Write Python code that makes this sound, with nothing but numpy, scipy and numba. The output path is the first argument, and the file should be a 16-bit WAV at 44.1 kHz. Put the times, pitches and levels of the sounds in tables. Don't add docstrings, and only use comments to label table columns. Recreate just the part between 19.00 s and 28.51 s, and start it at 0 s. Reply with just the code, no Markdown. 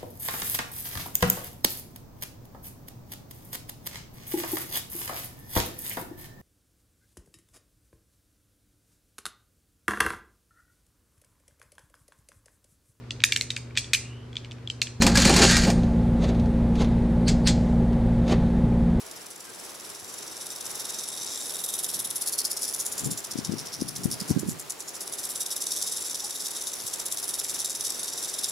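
import sys
import numpy as np
from scipy import signal
from scipy.fft import rfft, irfft, next_fast_len
from scipy.io import wavfile
from scipy.ndimage import uniform_filter1d
from numba import njit

SR = 44100
rng = np.random.default_rng(int(sys.argv[2]) if len(sys.argv) > 2 else 0)


def materialize(psi):
    bounded = np.clip(np.atleast_2d(psi).T, -1, 1)
    quanta = np.round(bounded * 32767).astype(np.int16)
    wavfile.write(sys.argv[1], SR, quanta)


N = 419391
TIME = np.arange(N) / SR
BUZZ_HZ = 20.


def gain_of(db):
    return 10 ** (np.asarray(db) / 20)


def curves(rows):
    times, *columns = np.transpose(rows)
    return [np.interp(TIME, times, column) for column in columns]


def add(mix, start_s, sound):
    part = mix[:, round(start_s * SR):][:, :sound.shape[-1]]
    part += sound[..., :part.shape[1]]


def filtered(x, response):
    size = next_fast_len(N)
    hz = np.fft.rfftfreq(size, 1 / SR) + 1
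    return irfft(rfft(x, size) * response(hz), size)[..., :N]


def noise(spectrum, channels):
    points_hz, db = np.transpose(spectrum)
    white = rng.standard_normal((channels, N))
    shaped = filtered(white, lambda hz: gain_of(np.interp(np.log(hz), np.log(points_hz + 1), db)))
    return shaped / np.sqrt(np.mean(shaped ** 2) + 1e-20)


def drift(per_s):
    return np.interp(TIME * per_s, np.arange(4096), rng.standard_normal(4096))


# (time [s], swing rate [Hz])
SWING_RATE = [(0.0, 18.45), (0.41, 21.99), (0.68, 19.04), (1.23, 22.29), (1.46, 20.44), (2.4, 21.9),
              (3.48, 16.31), (3.67, 18.07), (3.83, 16.23), (5.11, 12.49), (5.31, 10.23), (5.75, 9.37),
              (5.97, 16.38), (6.66, 20.08), (6.83, 18.91), (7.05, 23.03), (7.26, 18.89), (7.52, 19.62),
              (7.82, 14.25), (8.39, 19.68), (8.75, 18.95), (8.97, 22.91), (9.25, 18.43), (9.5, 21.18)]


def swing_times(lead_in_cycles=.18):
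    cycles = np.cumsum(curves(SWING_RATE)[0]) / SR - lead_in_cycles
    return TIME[1:][np.diff(np.floor(cycles)) > 0]


# (time [s], swing level [dB], chatter level [dB])
TAIL_EFFORT = [(0, -43.5, -55), (.5, -43, -54), (1.25, -38.5, -45.5), (1.65, -34, -46.5), (2.0, -32, -42),
               (2.35, -37.5, -35.5), (2.7, -29, -42.5), (3.05, -28, -41.5), (3.42, -25, -44),
               (3.7, -26.5, -38.5), (4.1, -28.5, -44.5), (4.3, -33.5, -51), (4.7, -35, -48.5),
               (5.15, -31.5, -46), (5.5, -34.5, -53), (5.97, -34.5, -50), (6.35, -28.5, -42),
               (6.55, -28, -48), (6.73, -27.5, -35), (7.05, -31.5, -39), (7.85, -32.5, -38.5),
               (8.07, -27, -42.5), (8.6, -29, -39.5), (9.0, -31, -39), (9.5, -29, -39.5)]
# (time [s], boost [dB])
TAIL_WHIPS = [(.11, 6), (.27, 4), (1.46, 2.5), (2.64, 4), (2.84, 4), (3.39, 1.5), (3.74, 1.5), (4.45, 4.5),
              (4.88, 5.5), (5.05, 3), (5.70, 4.5), (6.56, 0.5), (8.65, 4.5), (9.44, 3.5)]


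def shaking(surge_s=.007, lag_s=.00032, rise_ratio=.75, rebound_power=.15, rebound_s=.021):
    effort_db, chatter_db = curves(TAIL_EFFORT)
    turns_s = swing_times()
    level_jitter, width_jitter = rng.standard_normal((len(turns_s), 2)).T
    levels_db = np.interp(turns_s, TIME, effort_db) + 1.16 * level_jitter
    widths_s = surge_s * np.exp(.22 * width_jitter)
    for whip_s, boost_db in TAIL_WHIPS:
        nearest = np.argmin(abs(turns_s - whip_s))
        levels_db[nearest] += boost_db
        widths_s[nearest] *= .78
    power = gain_of(chatter_db - .5) ** 2
    for peak_s, db, width_s in zip(turns_s + lag_s, levels_db, widths_s):
        near = slice(max(round((peak_s - .04) * SR), 0), round((peak_s + .08) * SR))
        t = TIME[near] - peak_s
        surge = np.exp(-.5 * (t / (width_s * np.where(t < 0, rise_ratio, 1))) ** 2)
        rebound = rebound_power * np.exp(-.5 * ((t - rebound_s) / (.5 * width_s)) ** 2)
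        power[near] += gain_of(db) ** 2 * (surge + rebound)
    return power


def collisions(tempo_ratio, base_per_s=2300, spread_db=5.5, clump_db=3.5, scrape=.1, share_s=.016):
    hardness = np.minimum(rng.standard_normal(N), 1.3)
    size_db = spread_db * hardness + clump_db * drift(220)
    per_s = base_per_s * tempo_ratio ** 1.4
    energy = (rng.random(N) < per_s / SR) * gain_of(size_db) ** 2
    energy += scrape * energy.mean()
    return np.sqrt(energy / uniform_filter1d(energy, int(share_s * SR)))


@njit
def ring(drive, angle_rad, radius):
    out = np.zeros(drive.shape)
    state = np.zeros(2, np.complex128)
    for i in range(len(angle_rad)):
        pole = radius[i] * complex(np.cos(angle_rad[i]), np.sin(angle_rad[i]))
        for c in range(2):
            state[c] = state[c] * pole + drive[c, i] * np.sqrt(2 * (1 - radius[i] ** 2))
            out[c, i] = state[c].imag
    return out


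# (base frequency [Hz], base width [Hz], level [dB])
SHELL_MODES = [(3490,230,-12.5), (3760,200,-8), (4550,66,-9.5), (5140,240,-9), (5560,363,-2.5),
               (6050,163,-1.5), (6570,116,-7.5), (6950,107,-5), (7420,182,-1), (7830,110,-6.5),
               (8340,176,-3.5), (8920,94,-7.5), (9590,114,-4), (10055,265,1), (10580,300,0.5),
               (11400,100,-5), (12170,300,-16), (12760,400,-7), (13700,200,-17), (14700,750,-22.5)]
# (time [s], hollow low ring [dB], tilt [dB/octave])
RATTLE_POSE = [(0, -4, 0), (1.2, -1, -4), (1.7, 1.5, 0), (2.3, .5, -5), (2.7, 5, 3.5), (3.05, 8.5, 6.5),
               (3.45, -4.5, 4), (4.1, 2, 3), (4.4, -3, -6.5), (4.8, 0.5, 2), (5.6, -3, 4.5), (5.9, -8, -3),
               (6.3, 4, 3), (6.6, -1, -1.5), (7.6, 0.5, -3), (8.2, 3, 2), (8.8, -1.5, -2.5),
               (9.5, 1.5, -2.5)]
# (time [s], pitch [ratio])
MODE_SAG = [(2.6, 1), (3.1, .99), (3.65, .96), (4.4, .98), (5.2, .975), (5.9, 1)]
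# (time [s], frequency [Hz], boost [dB])
HARD_CONTACT = [(3.2, 4530, 14.5), (3.42, 4740, 15), (3.6, 5350, 4), (3.85, 7140, 5.5), (4.1, 7600, 4),
                (4.45, 5600, 1.5), (4.88, 5600, 12.5), (5.05, 5800, 1), (5.21, 5000, 12), (5.3, 4900, 11),
                (5.4, 7060, 6), (5.7, 7260, 8.5), (5.9, 6600, 11), (6.1, 6600, -8)]


def rattle(hollow_hz=4150, pivot_hz=7500, low_hz=3300, top_hz=14500, reach_octaves=.15, side_gain=.37):
    hollow_db, tilt_db = curves(RATTLE_POSE)
    sag, = curves(MODE_SAG)
    contact_hz, contact_db = curves(HARD_CONTACT)
    contact_db *= (TIME > HARD_CONTACT[0][0]) & (TIME < HARD_CONTACT[-1][0])
    tempo_ratio = curves(SWING_RATE)[0] / BUZZ_HZ
    knocks = collisions(tempo_ratio) * np.sqrt(shaking())
    damping = 1.06 / tempo_ratio ** 1.03
    modes, power = np.zeros((2, N)), np.zeros(N)
    for hz, width_hz, db in SHELL_MODES:
        struck_db = contact_db * np.exp(-(np.log2(hz / contact_hz) / reach_octaves) ** 2)
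        bright_db = tilt_db * np.log2(hz / pivot_hz)
        wander_db = 1.5 * np.sqrt(damping) * drift(14)
        gain = gain_of(db + struck_db + bright_db + wander_db) * np.sqrt(width_hz)
        drive = gain * knocks * rng.standard_normal((2, N), dtype=np.float32)
        modes += ring(drive, 2 * np.pi * hz * sag / SR, np.exp(-np.pi * width_hz * damping / SR))
        power += gain ** 2
    modes /= np.sqrt(power)
    radiated = filtered(modes, lambda hz: ((1 + (low_hz / hz) ** 16) * (1 + (hz / top_hz) ** 8)) ** -.5)
    hollow = filtered(radiated, lambda hz: 1 / (1 + (hz / hollow_hz) ** 40))
    mid, side = radiated + hollow * (gain_of(hollow_db) - 1)
    return np.array([mid + side_gain * side, mid - side_gain * side])


def sand_echo(x, echo_s=.00215, echo_gain=.073, scatter_db=-12, scatter_per_s=2000, t60_s=.087):
    t = np.arange(4096) / SR
    taps = rng.choice([-1., 1.], (2, len(t)))
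    taps *= rng.random(taps.shape) < scatter_per_s / SR
    taps *= (t > echo_s) * gain_of(-60 * t / t60_s)
    taps *= gain_of(scatter_db) / np.linalg.norm(taps, axis=1, keepdims=True)
    taps[:, round(echo_s * SR)] += echo_gain
    return x + signal.oaconvolve(x, taps, axes=1)[:, :N]


# (frequency [Hz], relative density [dB])
WASH_SPECTRUM = [(20, -23), (50, -16.5), (90, -10), (150, -6), (290, -3.5), (385, 1.5), (520, -2),
                 (680, -2.5), (800, -3), (1400, -5.5), (2500, -9.5), (5000, -10.5), (16000, -20)]
# (time [s], base level [dB])
WASH_LEVEL = [(0, -48.5), (3.4, -45.5), (5.6, -47.5), (9.5, -46.5)]


def air_wash(boost_db=3., shared_power=.28, flutter_db=1.):
    common, left, right = noise(WASH_SPECTRUM, channels=3)
    wash = np.sqrt(shared_power) * common + np.sqrt(1 - shared_power) * np.array([left, right])
    return wash * gain_of(curves(WASH_LEVEL)[0] + boost_db + flutter_db * drift(9))


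# (time [s], pitch [Hz], peak [dB], half length [s], waver [fraction of pitch])
ANIMAL_CALLS = [(.49, 1575, -49, .028, .005), (7.248, 830, -42, .016, .06)]


def far_calls():
    out = np.zeros(N)
    for peak_s, hz, db, half_s, waver in ANIMAL_CALLS:
        cycles = np.cumsum(hz * (1 + waver * drift(300))) / SR
        envelope = gain_of(db) * np.exp(-((TIME - peak_s) / half_s) ** 2)
        out += envelope * np.sin(2 * np.pi * cycles)
    return out


# (time [s], level [dB], frequency [Hz], left minus right [dB])
PORT_EDDIES = [(1.034, -44.5, 90, 3), (4.065, -25, 300, -1), (4.120, -24, 180, 15), (4.358, -18.5, 270, 18),
               (4.390, -15.5, 251, 16), (4.496, -11.5, 194, 15), (4.521, -16, 290, 17),
               (4.539, -18, 312, 15), (4.822, -11.5, 250, 17), (5.058, -6, 177, 17), (5.221, -21, 193, -15),
               (5.311, -9, 150, 5), (5.365, -9, 220, -18), (5.375, -12, 237, -11), (5.433, -16.5, 323, -21),
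               (5.489, -14, 200, -12), (5.520, -28, 140, -1), (7.85, -42, 111, 10)]


def eddies(boost_db=1., base_cycles=.27, max_cycles=.9, db_per_doubling=14.5):
    out, t = np.zeros((2, N)), np.arange(-2048, 2048) / SR
    for peak_s, db, hz, pan_db in PORT_EDDIES:
        decay_cycles = min(base_cycles * 2 ** (-db / db_per_doubling), max_cycles)
        phase = rng.random((2, 1))
        pressure = np.cos(2 * np.pi * (hz * t + phase)) * np.exp(-abs(t) * hz / decay_cycles)
        port_db = np.minimum([[pan_db], [-pan_db]], 0)
        add(out, peak_s + t[0], pressure * gain_of(db + boost_db + port_db))
    return out


# (frequency [Hz], relative density [dB])
PUFF_SPECTRUM = [(15, -64), (25, -34), (49, -4), (76, -5.5), (141, 0.5), (305, -5), (448, -16.5),
                 (649, -31), (793, -17), (1000, -30), (1300, -60), (2200, -120)]
# (time [s], decay [s], left level [dB], right level [dB])
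PORT_PUFFS = [(2.98, 0.073, -49, -52), (4.07, 0.046, -31.5, -39), (4.39, 0.067, -41, -51),
              (4.53, 0.054, -32, -46), (4.83, 0.064, -38.5, -51), (5.07, 0.11, -36, -41.5),
              (5.31, 0.011, -20, -32), (5.37, 0.027, -52, -29.5), (5.47, 0.071, -41, -36)]


def puffs(boost_db=5., rise_ratio=.72):
    envelope = np.zeros((2, N))
    for peak_s, decay_s, left_db, right_db in PORT_PUFFS:
        decays = abs(TIME - peak_s) / (decay_s * np.where(TIME < peak_s, rise_ratio, 1))
        puff = gain_of([[left_db], [right_db]]) * np.exp(-np.minimum(decays, 20))
        envelope = np.maximum(envelope, puff)
    return noise(PUFF_SPECTRUM, channels=2) * gain_of(boost_db) * envelope


def port_wind(low_hz=92, top_hz=680):
    pressure = puffs() + eddies()
    return filtered(pressure, lambda hz: ((1 + (hz / top_hz) ** 10) * (1 + (low_hz / hz) ** 7)) ** -.5)


# (time [s], level [dB])
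GRIT_TICKS = [(8.379, -26), (8.415, -22), (8.452, -22), (8.531, -27), (8.567, -22)]


def grit(tick_hz=3300, decay_s=.00022):
    out, t = np.zeros((2, N)), np.arange(256) / SR
    tick = np.exp(-t / decay_s) * np.sin(2 * np.pi * tick_hz * t)
    for start_s, db in GRIT_TICKS:
        add(out, start_s, gain_of(db) * tick)
    return out


def scene():
    return sand_echo(rattle() + grit()) + port_wind() + far_calls() + air_wash()


def record(dry):
    edge_hz = 15850
    lowpass = signal.firwin(511, edge_hz, window=("kaiser", 9), fs=SR)
    return signal.oaconvolve(dry, lowpass[None], "same")


dry = scene()
out = record(dry)
materialize(out)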